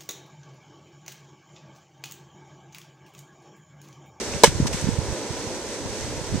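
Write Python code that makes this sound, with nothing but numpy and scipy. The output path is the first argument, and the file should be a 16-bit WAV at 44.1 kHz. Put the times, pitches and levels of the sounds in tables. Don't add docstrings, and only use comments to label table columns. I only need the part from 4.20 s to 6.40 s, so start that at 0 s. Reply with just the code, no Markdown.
import sys
import numpy as np
from scipy import signal
from scipy.fft import rfft, irfft
from scipy.io import wavfile

SR = 44100
rng = np.random.default_rng(int(sys.argv[2]) if len(sys.argv) > 2 else 0)


def wav_out(sig):
    wavfile.write(sys.argv[1], SR, np.round(np.clip(np.atleast_2d(sig).T, -1, 1) * 32767).astype(np.int16))


def volts_from_db(level):
    exponent = np.asarray(level, float) / 20
    return 10 ** exponent


N = 97020

# frequency in Hz, likeness from -1 (opposite) to 1 (same).
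PORT_LIKENESS = [(60, -0.23), (130, 1), (290, 1), (640, 0.93), (1410, 0.74), (3100, 0.43), (6820, -0.42),
                 (15000, -0.097)]


def rms_one(x):
    return x / np.sqrt(np.mean(x ** 2) + 1e-20)


def in_time(rows):
    s, *columns = np.transpose(rows)
    t = np.arange(N) / SR
    return np.array([np.interp(t, s, column) for column in columns])


def at_hz(points):
    hz, value = np.transpose(points)
    grid_hz = np.arange(N // 2 + 1) * SR / N
    return np.interp(np.log(grid_hz + 1), np.log(hz), value)


def drift(rate_hz):
    r = np.exp(-2 * np.pi * rate_hz / SR)
    noise = rng.standard_normal((2, N + SR))
    wander = signal.lfilter([1], [1, -2 * r, r * r], noise)
    return rms_one(wander[:, SR:])


def coloured(pair, spectrum, alike):
    mid, side = rfft(pair)
    both = np.sqrt(1 + alike) * mid + np.sqrt(1 - alike) * side * [[1], [-1]]
    return rms_one(irfft(both * volts_from_db(at_hz(spectrum)), N))


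def ring(clicks, hz, t60):
    r = volts_from_db(-60 / (t60 * SR))
    w = 2 * np.pi * hz / SR
    return signal.lfilter([0, np.sin(w)], [1, -2 * r * np.cos(w), r * r], clicks + 1e-18)


def panned(db):
    return volts_from_db(np.array([[min(db, 0)], [min(-db, 0)]]))


def surf():
    # time in seconds, level of the roar in dB, level of the hiss in dB, both before the flicker.
    surf_levels = [(0, -32, -30.5), (.1, -32, -33.5), (.23, -36, -33.5), (.5, -34, -35),
                   (.75, -32.5, -34.5), (1.23, -33.5, -36), (1.67, -35.5, -36.5), (2.2, -34.5, -36)]
    # frequency in Hz, relative density in dB per Hz.
    roar_spectrum = [(120, -19), (200, -3.5), (400, 0), (530, -1), (610, -4), (700, -10), (1000, -8),
                     (1200, -21.5), (1700, -20.5), (4000, -69)]
    hiss_spectrum = [(700, -9), (1300, 2), (2000, 3), (3000, 0), (4500, 2.5), (9000, 1), (13500, 0.5),
                     (14100, 5), (14400, -45)]
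    flicker_db, flicker_hz = 0.77, 5.2
    alike = np.clip(at_hz(PORT_LIKENESS), -1, 1)
    out = 0
    for db, spectrum in zip(in_time(surf_levels), (roar_spectrum, hiss_spectrum)):
        level = volts_from_db(db + flicker_db * drift(flicker_hz)[0])
        out = out + level * coloured(rng.standard_normal((2, N)), spectrum, alike)
    return out


def wind():
    # time in seconds, left level in dB, right level in dB, both before the lumps.
    gusts = [(0, -52, -52), (.12, -36, -30.5), (.2, -38, -42), (.3, -26, -29.5), (.45, -26.5, -25),
             (.6, -31.5, -36.5), (.7, -34, -29), (.9, -38, -31), (.97, -60, -44), (1.1, -45, -42),
             (1.3, -39, -40), (1.45, -48, -43.5), (1.6, -48, -37), (1.9, -36.5, -37), (2.05, -44, -40),
             (2.14, -32, -33), (2.2, -45, -43)]
    # frequency in Hz, relative density in dB per Hz.
    wind_spectrum = [(15, -25), (40, 0.5), (80, 2.5), (130, -0.5), (200, -15), (320, -16), (600, -49)]
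    # centre in seconds, height of the bell in dB at the nearer side,
    # frequency in Hz, left-right difference in dB.
    buffets = [(.15, -18, 114, -17), (0.166, -17, 160, 24), (0.279, -8, 160, -12), (0.29, -9.5, 107, 29),
               (0.352, -15.5, 119, -28), (.403, -4, 200, 5.5), (0.41, -13.5, 120, 2), (.421, -13, 128, 28),
               (0.429, -7, 103, -29), (.453, -10, 224, -24), (.464, -13, 150, 20), (0.545, -15, 178, 28),
               (0.628, -19, 108, -31), (.644, -10.5, 136, -27), (0.673, -9, 163, -11), (.690, -5, 189, -17),
               (0.734, -27, 96, -24), (.789, -7.5, 110, -17), (0.887, -20.5, 81, 6),
               (0.926, -17.5, 121, -22), (1.108, -17, 106, -28), (1.272, -21.5, 110, -12),
               (1.659, -17, 158, 29), (1.846, -21, 86, -24), (1.979, -21, 124, -28),
               (2.015, -19.5, 126, -24), (2.126, -17, 103, -24), (2.139, -14.5, 140, 13),
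               (2.103, -26, 110, -24), (2.146, -10.5, 197, -26), (2.157, -10.5, 170, -27),
               (2.181, -17, 136, -24)]
    lumpy_db, lumps_hz = 3, 18
    bell_cycles = 0.32

    level = volts_from_db(in_time(gusts) + lumpy_db * drift(lumps_hz))
    out = level * coloured(rng.standard_normal((2, N)), wind_spectrum, 0)
    t = np.arange(N) / SR
    phases = rng.uniform(0, 2 * np.pi, len(buffets))
    for (s, db, hz, pan_db), phase in zip(buffets, phases):
        cycles = (t - s) * hz
        bell = np.exp(-0.5 * (cycles / bell_cycles) ** 2)
        out = out + panned(pan_db) * volts_from_db(db) * bell * np.cos(2 * np.pi * cycles + phase)
    return out


def ticks():
    # start in seconds, level in dB at the nearer side, frequency in Hz,
    # time to fall 60 dB in seconds, left-right difference in dB.
    chips = [(.1376, -21.5, 2630, 0.0064, -1), (.271, -13, 2160, .008, -7), (.4585, -19.5, 990, 0.019, 1),
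             (.5335, -24, 2440, 0.011, -6), (.6135, -8.5, 9800, 0.00095, 8), (.703, -23, 8200, .004, 3),
             (1.8098, -19.5, 6840, 0.0032, 1)]
    out = 0
    for s, db, hz, t60, pan_db in chips:
        click = 1.0 * (np.arange(N) == int(s * SR))
        out = out + panned(pan_db) * volts_from_db(db) * ring(click, hz, t60)
    return out


def crunch():
    # start in seconds, level in dB, hold in seconds, time to fall 60 dB in seconds.
    bursts = [(0.2353, -1, 0.0089, 0.019), (0.248, -15.5, 0.014, 0.14), (.4672, -23, 0.0075, .025),
              (.477, -28, 0.0037, 0.023), (.527, -32, 0.01, 0.047), (0.531, -33, 0.06, 0.19)]
    # frequency in Hz, relative density in dB per Hz.
    grit_spectrum = [(300, -27), (800, 2), (1500, 1), (2500, 2), (4500, 3), (7000, 3), (10000, 4),
                     (13600, 6.5), (14400, -25)]
    grains_per_s, grain_spread_db = 9000, 2.8

    t = np.arange(N) / SR
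    envelope = 0
    for s, db, hold, t60 in bursts:
        fall_db = 60 * np.maximum(t - s - hold, 0) / t60
        envelope = envelope + (t >= s) * volts_from_db(db - fall_db)
    size_db = grain_spread_db * np.minimum(rng.exponential(1, (2, N)), 3.5)
    sizes = volts_from_db(size_db) * rng.choice([-1, 1], (2, N))
    grains = sizes * (rng.random((2, N)) < grains_per_s / SR)
    return envelope * coloured(grains, grit_spectrum, np.clip(at_hz(PORT_LIKENESS), -1, 1))


def log():
    # frequency in Hz, peak of the mode in dB relative to the blow, time to fall 60 dB in seconds.
    modes = [(223, -12, 0.04), (382, -8.5, 0.071), (464, 1, 0.038), (510, -9.5, 0.035), (566, -2, 0.058),
             (894, -1.5, 0.026), (985, -0.5, 0.028), (1130, -13, 0.027), (1690, -12, 0.048),
             (2033, -16, 0.036), (2182, -10, 0.037), (2550, -22, 0.058), (2993, -17.5, 0.066)]
    blow_s, blow_db = 0.2354, 2.5
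    contact_s, slips_per_s = 0.005, 2500
    side_share = 0.23

    t = np.arange(N) / SR - blow_s
    slips = (t >= 0) * (t < contact_s) * (rng.random(N) < slips_per_s / SR)
    out = 0
    for hz, db, t60 in modes:
        mid, side = ring(slips * rng.standard_normal((2, N)), hz, t60)
        mid = mid / np.abs(mid).max()
        side = side_share * side / np.abs(side).max()
        out = out + volts_from_db(blow_db + db) * (mid + side * [[1], [-1]])
    return out


def scene():
    return surf() + wind() + ticks() + crunch() + log()


def causal(points):
    cepstrum = irfft(np.log(volts_from_db(at_hz(points))), N)
    cepstrum[1:N // 2] *= 2
    cepstrum[N // 2 + 1:] = 0
    return np.exp(rfft(cepstrum))


def low_pass(x):
    return signal.sosfilt(signal.butter(12, 15820, fs=SR, output="sos"), x)


def record(dry):
    # frequency in Hz, gain in dB.
    left_port = [(200, -1), (3000, 0), (6000, -1), (7000, -2), (8000, 4.5), (8600, 1), (9200, -2.5),
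                 (10000, -8), (11000, -12), (13000, -16), (14500, -21), (17000, -16)]
    right_port = [(200, 0.5), (3000, 1), (5000, 1.5), (6200, 7.5), (7000, 0.5), (7500, -8), (8000, -4),
                  (9000, -17), (10000, -15), (11000, -19.5), (13000, -31), (14500, -30), (17000, -44)]
    limit_db, squeeze = -12.5, 0.38
    recover_db_per_s, react_s = 51, 0.075
    clip = 1
    top_hz, bottom_hz = 15100, 41.7

    heard = irfft(rfft(dry) * [causal(left_port), causal(right_port)], N)
    peak = np.minimum(np.abs(heard).max(axis=0), clip)
    over_db = np.maximum(20 * np.log10(peak + 1e-9) - limit_db, 0) * squeeze
    ramp = recover_db_per_s * np.arange(N) / SR
    held_db = np.maximum.accumulate(over_db + ramp) - ramp
    r = np.exp(-1 / (react_s * SR))
    duck_db = signal.lfilter([1 - r], [1, -r], held_db)
    clipped = np.clip(heard * volts_from_db(-duck_db), -clip, clip)
    lowpass = signal.butter(4, top_hz, fs=SR, output="sos")
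    highpass = signal.butter(2, bottom_hz, "high", fs=SR, output="sos")
    mix = signal.sosfilt(np.r_[lowpass, highpass], clipped)
    return low_pass(mix)


dry = scene()
out = record(dry)
wav_out(out)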